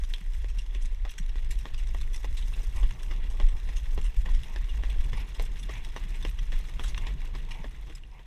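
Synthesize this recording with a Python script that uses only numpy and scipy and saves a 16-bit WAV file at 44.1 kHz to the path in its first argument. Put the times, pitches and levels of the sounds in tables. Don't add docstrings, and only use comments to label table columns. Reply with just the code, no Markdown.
import sys
import numpy as np
from scipy import signal
from scipy.fft import rfft, irfft, next_fast_len
from scipy.io import wavfile
from scipy.ndimage import uniform_filter1d

SR = 44100
rng = np.random.default_rng(int(sys.argv[2]) if len(sys.argv) > 2 else 0)


def int16_out(signal):
    q = np.round(np.clip(np.atleast_2d(signal).T, -1, 1) * 32767)
    wavfile.write(sys.argv[1], SR, q.astype(np.int16))


N = 364262
TIME = np.arange(N) / SR


def gain_of(db):
    return 10 ** (np.asarray(db) / 20)


def unit_power(x):
    return x / np.sqrt(np.mean(x ** 2) + 1e-20)


def unit_energy(x):
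    return x / np.linalg.norm(x)


def tone_db(tone, hz):
    freqs, db = np.transpose(tone)
    return np.interp(np.log(hz + 1), np.log(freqs + 1), db)


def gain_curves(rows):
    times, *columns = np.transpose(rows)
    return [gain_of(np.interp(TIME, times, db)) for db in columns]


def add(mix, start_s, sound):
    part = mix[max(round(start_s * SR), 0):][:len(sound)]
    part += sound[:len(part)]


def hump(t, middle_s, length_s):
    return np.exp(-(2 * (t - middle_s) / length_s) ** 2)


def coloured(x, tone):
    size = next_fast_len(N)
    shape = gain_of(tone_db(tone, np.fft.rfftfreq(size, 1 / SR)))
    return unit_power(irfft(rfft(x, size) * shape, size)[:N])


def drift(rate_hz):
    points = rng.standard_normal(8000)
    return unit_power(np.interp(TIME * rate_hz, np.arange(len(points)), points))


def grains(per_s, spread_db):
    happens = rng.random(N) < per_s / SR
    size = gain_of(spread_db * np.minimum(rng.exponential(1, N), 4))
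    return unit_power(happens * size * rng.choice([-1, 1], N))


def patchy(x, db):
    bands = signal.stft(x, nperseg=256, noverlap=192)[2]
    patches = uniform_filter1d(rng.standard_normal(bands.shape), size=3, axis=0)
    patches = unit_power(uniform_filter1d(patches, size=6, axis=1))
    return signal.istft(bands * unit_power(gain_of(db * patches)), nperseg=256, noverlap=192)[1][:len(x)]


def strike(force, tone, split_hz, low_db, high_db, vary_db, size=8192):
    hz, blow = np.fft.rfftfreq(size, 1 / SR), rfft(force, size)
    chance = np.interp(hz, np.linspace(0, SR / 2, 70), rng.standard_normal(70))
    shape = gain_of(tone_db(tone, hz) + vary_db * chance)
    high_share = 1 / (1 + (split_hz / (hz + 1)) ** 8)
    gain = sum(gain_of(db) * part / np.sqrt(np.mean(abs(part * blow) ** 2))
               for db, part in ((low_db, shape * (1 - high_share)), (high_db, shape * high_share)))
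    log_gain = np.log(np.r_[gain, gain[-2:0:-1]] + 1e-9)
    response = np.exp(np.conj(signal.hilbert(log_gain)))[:len(hz)]
    return np.sqrt(0.02 * SR) * irfft(blow * response)


# t/s, rumble level/dB, flutter level/dB
WIND_LEVELS = [(0, -28, -58.5), (1.0, -28, -62), (1.5, -26.5, -53.5), (2.8, -27.5, -50.5),
               (4.0, -26.5, -53.5), (4.9, -26.5, -48.5), (5.8, -33.5, -47), (6.5, -27, -52.5),
               (6.95, -27.5, -45.5), (8.26, -30.5, -44.5)]
# middle t/s, rumble change/dB, flutter change/dB, length/s
GUSTS = [(0.2, -11.5, -7, 0.067), (0.444, -0.5, -8, 0.1), (0.66, -9.5, -5, 0.05), (0.855, 4.5, 13, 0.047),
         (1.149, -16.5, -6, 0.071), (1.671, -13, -6, 0.091), (2.213, -6, -8, 0.077), (2.842, 8, 7, 0.12),
         (2.974, -10.5, 2, 0.11), (3.466, 11.5, -8, 0.11), (3.607, -8.5, -3.5, 0.057), (4, 4.5, 6.5, 0.15),
         (4.134, -15, 1, 0.053), (4.19, 8.5, 4, 0.045), (4.267, -6, 5, 0.05), (4.34, 7.5, 5, 0.14),
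         (4.472, -9.5, 5.5, 0.13), (4.684, -5, -13, 0.059), (5.001, 7.5, -1, 0.05), (5.138, 3.5, 6, 0.07),
         (5.288, -10, -0.5, 0.09), (5.438, 5.5, -1.5, 0.11), (5.972, -7, -0.5, 0.045), (6.565, 6, 2, 0.037),
         (6.693, -10, 0, 0.11)]
# f/Hz, level/dB
RUMBLE_TONE = [(5, -26), (18, -4.5), (27, 0), (36, -6), (47, -8), (60, -20), (80, -29.5), (130, -46.5),
               (300, -82), (1500, -130)]
FLUTTER_TONE = [(30, -91), (70, -2), (130, 2), (190, -7), (250, -15.5), (450, -25.5), (1000, -62),
                (4000, -90)]


def wind(rumble_db=1, flutter_db=-1, lumpy_db=3):
    rumble_gain, flutter_gain = gain_curves(WIND_LEVELS)
    for middle_s, deep_db, light_db, length_s in GUSTS:
        swell = hump(TIME, middle_s, length_s)
        rumble_gain *= gain_of(deep_db * swell)
        flutter_gain *= gain_of(light_db * swell)
    rumble = coloured(rng.standard_normal(N), RUMBLE_TONE)
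    power = uniform_filter1d(uniform_filter1d(rumble ** 2, size=3400), size=1800)
    rumble /= np.sqrt(power + 0.033)
    flutter = coloured(rng.standard_normal(N) * gain_of(lumpy_db * drift(rate_hz=35)), FLUTTER_TONE)
    return gain_of(rumble_db) * rumble_gain * rumble + gain_of(flutter_db) * flutter_gain * flutter


# t/s, level/dB, f/Hz
BUMPS = [(0.21, -42.5, 172), (0.57, -46, 165), (1.200, -35.5, 161)]


def mount_bumps(swell_s=0.0046):
    out, t = np.zeros(N), np.arange(4000) / SR
    for start_s, db, hz in BUMPS:
        swell = t / swell_s * np.exp(1 - t / swell_s)
        add(out, start_s, gain_of(db) * swell * np.sin(2 * np.pi * hz * t))
    return out


# t/s, level/dB
GRIT_TICKS = [(1.1079, -36), (1.9445, -42), (3.9464, -39), (4.168, -47), (5.4234, -32), (6.2971, -37),
              (6.5899, -37), (7.8126, -41)]


def grit_ticks(boost_db=3, fade_s=0.021, tail_db=-11, low_cut_hz=7000):
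    out, t = np.zeros(N), np.arange(500) / SR
    for start_s, db in GRIT_TICKS:
        tick = (t == 0) + gain_of(tail_db - 60 * t / fade_s) * rng.standard_normal(len(t))
        add(out, start_s, gain_of(db + boost_db) * tick)
    return signal.sosfilt(signal.butter(2, low_cut_hz, "high", fs=SR, output="sos"), out)


# middle t/s, hollow level/dB, hiss level/dB, length/s
RASPS = [(2.792, -52, -55, 0.067), (4.507, -61, -59, 0.12), (5.19, -55.5, -55, 0.12),
         (5.764, -58.5, -51.5, 0.11), (6.153, -65, -55.5, 0.091), (7.047, -54, -53, 0.14),
         (7.57, -49.5, -52.5, 0.22), (8.177, -47, -48.5, 0.13)]
# f/Hz, level/dB
HOLLOW_TONE = [(400, -12), (700, 1), (930, 9), (1100, 4), (1500, -32.5)]
HISS_TONE = [(1300, -20), (2150, 6), (2700, 2), (3500, -13), (5000, -52)]


def rasps(rough_db=2):
    out = np.zeros(N)
    noise = rng.standard_normal(N) * gain_of(rough_db * drift(rate_hz=150))
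    hollow, hiss = coloured(noise, HOLLOW_TONE), coloured(noise, HISS_TONE)
    for middle_s, hollow_db, hiss_db, length_s in RASPS:
        out += hump(TIME, middle_s, length_s) * (gain_of(hollow_db) * hollow + gain_of(hiss_db) * hiss)
    return out


# f/Hz, width/Hz, boost/dB
METAL_NOTES = [(1950, 53, 1.5), (2782, 133, 4.5), (3380, 120, 4.5), (5120, 120, 4), (5920, 160, 3),
               (6580, 180, 2), (8160, 320, 2.5), (9500, 110, 2.5), (10400, 480, 2.5), (12250, 200, 2)]


def cart_ring(sound, overall_db=-0.54):
    rings = sum((gain_of(db) - 1) * signal.lfilter(*signal.iirpeak(hz, hz / width, SR), sound)
                for hz, width, db in METAL_NOTES)
    return gain_of(overall_db) * (sound + rings)


def grit_pings(flying_sand, db=-6, fade_s=0.011, db_per_octave=-4):
    out, t = np.zeros(N), np.arange(1200) / SR
    for hz, _, _ in METAL_NOTES:
        octaves_up = np.log2(hz / METAL_NOTES[0][0])
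        ping = gain_of(db_per_octave * octaves_up - 60 * t / fade_s) * np.sin(2 * np.pi * hz * t)
        out += signal.oaconvolve(grains(per_s=9, spread_db=5), ping)[:N]
    return gain_of(db) * flying_sand * unit_power(out)


# t/s, roll level/dB, crunch level/dB, fizz level/dB
TYRE_LEVELS = [(0, -64.5, -59.5, -63), (1.1, -65, -61, -72.5), (2.5, -62, -59, -62), (3.3, -57, -57.5, -67),
               (4.1, -63, -60, -65.5), (4.9, -57, -56, -65.5), (6.4, -62.5, -59, -66.5),
               (7.1, -56.5, -55, -66), (8.26, -55, -53.5, -62)]


def sand_gains(rise_s=0.0041, fall_s=0.11, kick_db=-7, surge_db=(1, 0.13, 1.5), spray_db=(-6.5, -0.5, -9)):
    spray, t = np.zeros(N), np.arange(SR // 2) / SR
    landing = (1 - np.exp(-t / rise_s)) * np.exp(-t / fall_s)
    push_off = gain_of(kick_db) * hump(t, middle_s=0.18, length_s=0.037)
    for start_s, *_, sand_db in HOOF_FALLS:
        add(spray, start_s, gain_of(sand_db) * (landing / landing.max() + push_off))
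    steps = np.interp(TIME, [row[0] for row in HOOF_FALLS], np.arange(len(HOOF_FALLS)))
    surge = np.cos(2 * np.pi * (steps - 0.76))
    return [np.hypot(tyres * gain_of(swing_db * surge), gain_of(share_db) * spray)
            for tyres, swing_db, share_db in zip(gain_curves(TYRE_LEVELS), surge_db, spray_db)]


# f/Hz, level/dB
ROLL_TONE = [(120, -35), (250, 4), (450, 5), (530, -0.5), (720, -1), (920, 1.5), (1150, -0.5), (1400, -15),
             (2200, -53)]
CRUNCH_TONE = [(700, -17), (1400, -3.5), (1900, 3.5), (2400, 0.5), (2800, -1.5), (3030, -2.5), (3400, -1.5),
               (3900, -3.5), (4600, -13), (7000, -62)]
FIZZ_TONE = [(3000, -10.5), (4600, -5), (5200, 2.5), (6100, 1.5), (7400, -2.5), (8150, -1.5), (8900, -6.5),
             (10200, -6.5), (13000, -8), (15000, -10.5)]


def wheels_on_sand(gains, clod_strength=0.64, clod_s=0.0068):
    out = np.zeros(N)
    shared_clumps = unit_power(drift(rate_hz=52) + drift(rate_hz=420))
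    pops = grains(per_s=55, spread_db=1.6) ** 2
    clods = signal.lfilter([1], [1, -np.exp(-1 / (clod_s * SR))], pops)
    bursts = np.sqrt(1 + clod_strength * clods / clods.mean())
    layers = (ROLL_TONE, 0, 1.85, 1), (CRUNCH_TONE, 0, 1.5, bursts), (FIZZ_TONE, 0.5, 2, bursts)
    for gain, (tone, boost_db, clump_db, crackle) in zip(gains, layers):
        clumps = unit_power(shared_clumps + 1.26 * drift(rate_hz=83))
        sand = grains(per_s=4000, spread_db=3.5) + 0.71 * rng.standard_normal(N)
        out += gain * gain_of(boost_db) * coloured(sand * crackle * gain_of(clump_db * clumps), tone)
    return patchy(out, db=2)


# t/s, level/dB, f/Hz, fade/s
CLINKS = [(0.1382, -24.5, 3830, 0.0057), (6.389, -35, 3330, 0.015), (6.979, -37, 6000, 0.017),
          (8.036, -29.5, 2820, 0.018)]


def buckle_clinks():
    out, t = np.zeros(N), np.arange(3000) / SR
    for start_s, db, hz, fade_s in CLINKS:
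        add(out, start_s, gain_of(db - 60 * t / fade_s) * np.sin(2 * np.pi * hz * t))
    return out


def harness_jerks(delays_s=(0.07, 0.2), scatter_s=0.017, low_db=-61, high_db=-67.5, fade_s=0.015):
    rows = []
    for landing_s, *_ in HOOF_FALLS:
        for delay_s in delays_s:
            start_s = rng.normal(landing_s + delay_s, scatter_s)
            rows.append((start_s, rng.normal(low_db, 0.5), rng.normal(high_db, 0.5), fade_s))
    return rows


# t/s, low level/dB, high level/dB, fade/s
HARNESS_CLICKS = [(0.0373, -53, -59, 0.031), (0.1379, -46, -75, 0.0038), (0.142, -45.5, -60, 0.043),
                  (0.485, -56.5, -60.5, 0.11), (0.585, -49, -53.5, 0.075), (0.8162, -60, -56, 0.13),
                  (0.8561, -57, -55.5, 0.041), (1.094, -52.5, -58, 0.041), (1.113, -55.5, -58.5, 0.056),
                  (1.181, -46.5, -48.5, 0.069), (1.2934, -56, -64, 0.036), (1.5073, -46.5, -48, 0.11),
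                  (1.5823, -56, -56, 0.13), (1.744, -51.5, -62, 0.045), (1.779, -54, -57.5, 0.048),
                  (1.8705, -58, -62.5, 0.042), (2.0122, -51, -57.5, 0.052), (2.1325, -49, -52, 0.14),
                  (2.1618, -57, -51.5, 0.024), (2.3705, -47.5, -52, 0.085), (2.4252, -52.5, -77, 0.035),
                  (2.536, -49.5, -79, 0.064), (2.76, -57, -54.5, 0.097), (2.9088, -49.5, -61, 0.037),
                  (3.031, -58, -56, 0.038), (3.301, -61, -60, 0.034), (3.4867, -54, -59.5, 0.037),
                  (3.762, -50, -51, 0.15), (4.014, -57, -59, 0.04), (4.0375, -50, -54, 0.14),
                  (4.338, -52, -59, 0.11), (4.434, -52, -61, 0.028), (4.693, -51, -68, 0.054),
                  (4.8982, -49.5, -59, 0.072), (5.04, -57, -60.5, 0.059), (5.1716, -49, -59, 0.069),
                  (5.3495, -54.5, -59.5, 0.035), (5.419, -63, -55, 0.15), (5.589, -56, -55, 0.093),
                  (5.6292, -51.5, -57.5, 0.057), (5.8483, -50.5, -57, 0.023), (6.226, -50, -58.5, 0.053),
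                  (6.2814, -53, -60, 0.072), (6.388, -48.5, -60, 0.061), (6.5207, -50.5, -64, 0.022),
                  (6.582, -60, -67, 0.048), (6.838, -45, -50.5, 0.065), (6.8594, -52, -57, 0.07),
                  (6.881, -52, -49, 0.083), (6.9462, -44.5, -72, 0.013), (6.971, -57, -84, 0.051),
                  (6.978, -42, -55.5, 0.025), (7.2178, -51, -68, 0.018), (7.5084, -40, -51.5, 0.097),
                  (7.9505, -55, -44, 0.089)]
# f/Hz, level/dB
BUCKLE_TONE = [(300, -46), (1050, -4.5), (1380, -10.5), (1900, -0.5), (2450, -2), (3000, -1.5), (3750, 0),
               (4700, -12), (5600, -2.5), (7300, -11), (8100, -7), (8900, -17.5), (10200, -12),
               (15000, -30.5)]


def harness(rise_share=0.029, snap_s=0.033, tail_db=-23, tail_fade_s=0.34, slip_db=3.5, slip_hz=260):
    out, t = np.zeros(N), np.arange(4500) / SR
    for start_s, low_db, high_db, fade_s in HARNESS_CLICKS + harness_jerks():
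        fade_s = max(fade_s, 0.004)
        rise = 1 - np.exp(-t / (rise_share * fade_s))
        fall = gain_of(-60 * t / fade_s) + gain_of(tail_db - 60 * t / tail_fade_s)
        slips = gain_of(slip_db * np.interp(t * slip_hz, np.arange(100), rng.standard_normal(100)))
        scrape = unit_energy(rise * fall * slips * patchy(rng.laplace(size=len(t)), db=3.5))
        scrape[0] += 0.66 * min(snap_s / fade_s, 2)
        click = strike(scrape, BUCKLE_TONE, split_hz=4380, low_db=low_db, high_db=high_db, vary_db=5)
        add(out, start_s, click)
    return out


# t/s, thud level/dB, crack level/dB, soil crush against the knock/dB, sand level/dB
HOOF_FALLS = [(0.1374, -61, -69, 15, -76), (0.445, -50, -54.5, -8, -71), (0.7495, -51, -49, 2, -65),
              (1.0516, -47.5, -50.5, 3, -60), (1.3574, -52, -57, -6, -56),
              (1.6557, -43.5, -49, -0.5, -59.5), (1.9478, -46, -52, -3.5, -59.5),
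              (2.2452, -43.5, -50, 0, -60), (2.565, -57, -70, -14, -57), (2.8306, -47, -49.5, 22, -57),
              (3.111, -48, -47.5, 13, -69), (3.4006, -41, -46.5, 1, -58), (3.69, -53, -50.5, 3, -53.5),
              (3.9778, -40.5, -50, 4, -61), (4.2587, -48, -47, 12, -58.5), (4.286, -49, -68, 0, -59),
              (4.5613, -47.5, -46, 0, -55), (4.8363, -46.5, -48, -4, -53.5), (5.132, -47, -45.5, 6, -54),
              (5.3974, -41, -44, -0.5, -55), (5.6934, -43.5, -48.5, 7, -53), (5.9637, -41.5, -44.5, 3, -54),
              (6.2507, -39.5, -43, -2.5, -55), (6.5266, -50, -48.5, 3, -52.5), (6.7957, -44, -46, 0.5, -53),
              (7.0689, -47.5, -43, 5, -69), (7.351, -45.5, -47, 6, -56.5), (7.644, -38, -47, 3, -55),
              (7.8984, -43, -47, 7, -54.5), (8.1934, -46, -46, 5, -52)]
# f/Hz, level/dB
HOOF_TONE = [(60, -26), (200, -3.5), (360, -1), (520, -4.5), (700, -9.5), (1080, -5.5), (1380, -16),
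             (1900, -3), (2400, -10.5), (3400, -8.5), (4600, -21), (5400, -20), (9000, -32), (15000, -42)]


def hooves(toe_db=-10, toe_s=0.012, crush_fade_s=0.086, spray_db=-16, spray_fade_s=0.053,
           heel_db=-15, heel_s=0.013):
    out, t = np.zeros(N), np.arange(-500, 6000) / SR
    lead_s, after = -t[0], np.maximum(t, 0)
    toe = gain_of(toe_db) * np.exp(-abs(t) / toe_s)
    soil = gain_of(-60 * after / crush_fade_s) + gain_of(spray_db - 60 * after / spray_fade_s)
    for landing_s, thud_db, crack_db, crush_db, _ in HOOF_FALLS:
        grit = np.where(t > 0, soil, toe) * rng.laplace(size=len(t))
        force = gain_of(crush_db) * unit_energy(grit)
        add(force, lead_s, np.ones(1))
        add(force, lead_s + heel_s * rng.uniform(0.93, 1.3), gain_of([heel_db]))
        clop = strike(force, HOOF_TONE, split_hz=1460, low_db=thud_db, high_db=crack_db, vary_db=3.5)
        add(out, landing_s - lead_s, clop)
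    return out


def scene():
    roll, crunch, fizz = sand_gains()
    clatter = hooves() + harness() + wheels_on_sand([roll, crunch, fizz]) + grit_pings(fizz)
    return (cart_ring(clatter) + buckle_clinks() + rasps() + grit_ticks() + mount_bumps() + wind())[None]


def record(dry, fade_start_s=6.815, fade_length_s=1.675, high_cut_hz=15200):
    faded = dry * np.clip(1 - (TIME - fade_start_s) / fade_length_s, 0, 1)
    treble_cut = signal.firwin(511, high_cut_hz, window=("kaiser", 9), fs=SR)
    return signal.oaconvolve(faded, treble_cut[None], "same")


dry = scene()
out = record(dry)
int16_out(out)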